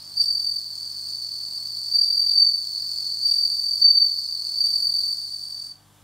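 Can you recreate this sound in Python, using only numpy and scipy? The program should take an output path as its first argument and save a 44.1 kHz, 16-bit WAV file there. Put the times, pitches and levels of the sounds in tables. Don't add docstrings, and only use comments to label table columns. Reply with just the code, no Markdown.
import sys
import numpy as np
from scipy import signal
from scipy.fft import rfft, irfft, next_fast_len
from scipy.io import wavfile
from scipy.ndimage import uniform_filter1d

SR = 44100
rng = np.random.default_rng(int(sys.argv[2]) if len(sys.argv) > 2 else 0)


def unload_wav(signal):
    wavfile.write(
        sys.argv[1],
        SR,
        np.round(np.clip(np.atleast_2d(signal).T, -1, 1) * 32767).astype(np.int16),
    )


N = 266055
T = np.arange(N) / SR

# (opening stroke time [s], its length [s], its peak [dB], length of following run [s],
# run peak [dB], fade over run [dB], pitch at stroke start [Hz], 2nd harmonic [dB], 3rd harmonic [dB]);
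# peaks before the tank, harmonics as for a 0 dB stroke
RINGER_PHRASES = [(0.209, 0.039, -10.5, 0.36, -16, 6.5, 4642, -34, -39.5),
                  (1.957, 0.048, -11.5, 0.36, -14, 1.5, 4652, -35, -38.5),
                  (2.381, .021, -7.5, .22, -7.5, 18, 4620, -36, -42),
                  (3.263, .042, -12.5, 0.51, -14, 9, 4649, -33.5, -38.5),
                  (3.855, .038, -4, .34, -4, 17.5, 4598, -40.5, -39.5),
                  (4.614, 0.039, -12.5, .49, -14, 6.5, 4640, -32.5, -37),
                  (5.178, 0.026, -25.5, 0.52, -28.5, 3, 4623, -34.5, -47.5)]
# (time [s], effort [dB])
TRILL_EFFORT = [(.05, -42), (.2, -34.5), (.8, -33.5), (1.8, -31), (2.8, -28.5), (3.6, -30.5), (4.35, -27),
                (5.05, -30.5), (5.3, -38), (5.68, -41.5)]
# (time [s], level before the tank [dB], t60 [s])
SCRATCH_EVENTS = [(0.2146, -34, 0.22), (2.018, -42, 0.48), (3.271, -33.5, 0.11), (3.305, -38.5, 0.56),
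                  (4.656, -34, 0.11), (5.125, -47.5, 0.13)]
# (frequency [Hz], relative level [dB])
RASP_SPECTRUM = [(1500, -25), (3000, -23), (3900, -10), (4600, 9.5), (5100, 3.5), (5750, -8.5),
                 (7200, -9.5), (9000, -6.5), (9700, -15.5), (10800, -21), (11600, -14), (12500, -15.5),
                 (13400, -21), (15700, -13.5)]
# (frequency [Hz], bandwidth [Hz], gain [dB])
TANK_MODES = [(5285, 82, -5), (6225, 120, -0.5), (6590, 130, 0.5), (8290, 220, -7.5)]
# (frequency [Hz], relative level [dB])
SCRATCH_SPECTRUM = [(1200, -47), (2500, -16), (4000, -8), (5500, 11.5), (7200, -30), (8300, 5),
                    (10000, -12), (12000, -9.5), (15000, -12)]
# (frequency [Hz], relative density [dB])
AIR_SPECTRUM = [(15, -28.5), (30, -16), (105, -6), (170, -10.5), (280, -11), (380, -15), (600, -13.5),
                (1050, -12.5), (1500, -18), (2600, -22.5), (3500, -16), (4000, -21), (12000, -23),
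                (15500, -30)]
# (frequency [Hz], rms level [dB])
HUM_LINES = [(49.6, -73), (100, -62), (149, -66.5), (199.5, -71), (299, -74), (732, -79.5), (899, -79.5),
             (1152, -75.5), (1550, -79), (1648, -83.5), (1750, -83)]
# (frequency [Hz], side-channel gain [dB])
SIDE_GAIN = [(60, -11.5), (200, -6), (380, -6.5), (700, -9.5), (1300, -15), (2400, -30), (3800, -33.5),
             (4500, -24.5), (5300, -15.5), (7200, -2), (9200, -2), (11200, -5), (11700, -35.5)]

STROKE_RATE_HZ, STROKE_S, LEAD_IN_DB = 43.2, .024, -5.5
TIRING_POWER, SAG_HZ_PER_DB = 1.486, 3
TRILL_HZ, TRILL_DROOP_HZ = 4590, 337
TRILL_RASP_DB, RASP_DB_PER_EFFORT_DB = -29.5, 0.41
TANK_T60_S, FLUTTER_T60_S = .35, .07
AIR_DB = -60
TRILL_END_S = 5.685
TOP_HZ = 15680


def ringer():
    tone, force = np.zeros(N), np.zeros(N)
    for *shape, second_db, third_db in RINGER_PHRASES:
        phrase_tone, phrase_force = wings(phrase(*shape), overtones_db=(second_db, third_db),
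                                          jitter_hz=21.9, slip_cycles=0.15, swell_power=1.22)
        tone += phrase_tone
        force += phrase_force
    rasp = undb(-50) * force * rasp_noise()
    return tank(tone, wet_db=-4.5) + tank(rasp, wet_db=8)


def phrase(s, opening_s, opening_db, run_s, level_db, fade_db, pitch_hz,
           droop_hz=120, scatter_db=1.53, timing_s=.0008):
    gap_s = (opening_s + 1 / STROKE_RATE_HZ) / 2
    strokes = [(s - gap_s, opening_db + LEAD_IN_DB, STROKE_S, pitch_hz, droop_hz),
               (s, opening_db, opening_s, pitch_hz, droop_hz)]
    ages_s = np.arange(0, run_s, 1 / STROKE_RATE_HZ)
    losses_db = fade_db * (ages_s / run_s) ** TIRING_POWER
    chance = rng.standard_normal((len(ages_s), 2))
    for age_s, lost_db, (late, loud) in zip(ages_s, losses_db, chance):
        stroke_s = s + gap_s + age_s + timing_s * late
        stroke_db = level_db - lost_db + scatter_db * loud
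        stroke_hz = pitch_hz - SAG_HZ_PER_DB * lost_db
        strokes.append((stroke_s, stroke_db, STROKE_S, stroke_hz, droop_hz))
    return strokes


def triller(stroke_rate_hz=43.3, length_s=0.0168, peak_db=8.0, scatter_db=0.5, timing_s=0.00097, grain_db=2):
    effort_db = np.interp(T, *np.transpose(TRILL_EFFORT))
    turns = np.cumsum(stroke_rate_hz * (1 + 0.0252 * walk(3))) / SR
    new_turn = np.diff(np.floor(turns), prepend=-1) > 0
    i = np.flatnonzero(new_turn & (T < TRILL_END_S))
    late, loud, sharp = rng.standard_normal((len(i), 3)).T
    strokes = np.column_stack([T[i] + timing_s * late,
                               effort_db[i] + peak_db + scatter_db * loud,
                               np.full(len(i), length_s),
                               TRILL_HZ + 18 * sharp,
                               np.full(len(i), TRILL_DROOP_HZ)])
    tone, force = wings(strokes, overtones_db=(-35.5, -40.5),
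                        jitter_hz=60.4, slip_cycles=0.871, swell_power=1.12)
    grains = undb(grain_db * walk(900))
    rasp_db = TRILL_RASP_DB + RASP_DB_PER_EFFORT_DB * effort_db
    rasp = unit(force * grains * rasp_noise()) * undb(rasp_db)
    return tank(tone, wet_db=8.5) + tank(rasp, wet_db=7)


def wings(strokes, overtones_db, jitter_hz, slip_cycles, swell_power):
    tone, force = np.zeros(N), np.zeros(N)
    unevenness_hz = jitter_hz * walk(500)
    strokes = np.array(sorted(map(tuple, strokes)))
    ringing_cycles = np.cumsum(np.interp(T, strokes[:, 0], strokes[:, 3])) / SR
    slips_cycles = slip_cycles * rng.standard_normal(len(strokes))
    for (s, db, length_s, _, droop_hz), slip in zip(strokes, slips_cycles):
        first = max(int((s - length_s / 2) * SR), 0)
        last = min(int((s + length_s / 2) * SR), N)
        i = np.arange(first, last)
        travel = np.clip((T[i] - s) / length_s + .5, 0, 1)
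        bend_cycles = np.cumsum(unevenness_hz[i] - droop_hz * travel ** 3) / SR
        phase = 2 * np.pi * (ringing_cycles[i] + slip + bend_cycles)
        grip = np.sin(np.pi * travel) ** swell_power
        tone[i] += undb(db) * grip * np.sin(phase)
        overtones = sum(undb(d) * np.sin(k * phase) for k, d in enumerate(overtones_db, 2))
        tone[i] += undb(db * .5) * grip * overtones
        force[i] += grip
    return tone, force


def rasp_noise():
    friction = noise(RASP_SPECTRUM)
    rasp = friction.copy()
    for hz, width_hz, db in TANK_MODES:
        b, a = signal.iirpeak(hz, hz / width_hz, fs=SR)
        rasp += undb(db) * signal.lfilter(b, a, friction)
    return unit(rasp)


def scratches():
    envelope = np.zeros(N)
    for s, db, t60_s in SCRATCH_EVENTS:
        envelope += (T >= s) * undb(db - 60 * np.maximum(T - s, 0) / t60_s)
    return tank(envelope * noise(SCRATCH_SPECTRUM), wet_db=-6.5)


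def tank(x, wet_db, flutter_db=2):
    t = T[:SR // 2]
    ring = undb(-60 * t / TANK_T60_S)
    flutter = undb(flutter_db - 60 * t / FLUTTER_T60_S)
    walls = rng.standard_normal((2, len(t))) * (ring + flutter) * (t > .001)
    echo, side = (unit(signal.fftconvolve(x, wall)[:N]) for wall in walls)
    mid = unit(unit(x) + undb(wet_db) * echo)
    return np.std(x) * np.array([mid, side])


def room(swell_db=-1.13, waver_db=0.75, drift_hz=0.21):
    air = np.array([noise(AIR_SPECTRUM), noise(AIR_SPECTRUM)])
    air *= undb(AIR_DB + swell_db * walk(4.04))
    hum = np.zeros(N)
    for hz, db in HUM_LINES:
        amplitude = np.sqrt(2) * undb(db + waver_db * walk(2.6))
        phase = 2 * np.pi * np.cumsum(hz + drift_hz * walk(2)) / SR
        hum += amplitude * np.sin(phase)
    return air + np.outer([1, .35], hum)


def limiter(x, threshold_db=-8, ratio=2.55, recovery_db_per_s=4):
    peak_db = 20 * np.log10(np.abs(x).max(axis=0) + 1e-9)
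    over_db = np.maximum(peak_db - threshold_db, 0) * (1 - 1 / ratio)
    recovered_db = recovery_db_per_s * T
    cut_db = np.maximum.accumulate(over_db + recovered_db) - recovered_db
    return x * undb(-uniform_filter1d(cut_db, size=128))


def undb(db):
    return 10 ** (np.asarray(db) / 20)


def unit(x):
    return x / np.sqrt(np.mean(x ** 2))


def colour(x, points):
    hz, db = np.transpose(points)
    size = 2 * next_fast_len(N)
    bins_hz = np.fft.rfftfreq(size, 1 / SR)
    gain = undb(np.interp(np.log(bins_hz + 1), np.log(hz), db))
    return irfft(rfft(x, size) * gain)[:N]


def noise(points):
    return unit(colour(rng.standard_normal(N), points))


def walk(rate_hz):
    k = max(int(SR / rate_hz), 2)
    steps = np.repeat(rng.standard_normal(N // k + 1), k)
    return unit(uniform_filter1d(steps, k)[:N])


def scene():
    mid, side = ringer() + triller() + scratches() + room()
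    side = colour(side, SIDE_GAIN)
    return np.array([mid + side, mid - side])


def record(dry):
    top_cut = signal.ellip(12, .1, 80, TOP_HZ, fs=SR, output="sos")
    return signal.sosfilt(top_cut, limiter(dry))


dry = scene()
out = record(dry)
unload_wav(out)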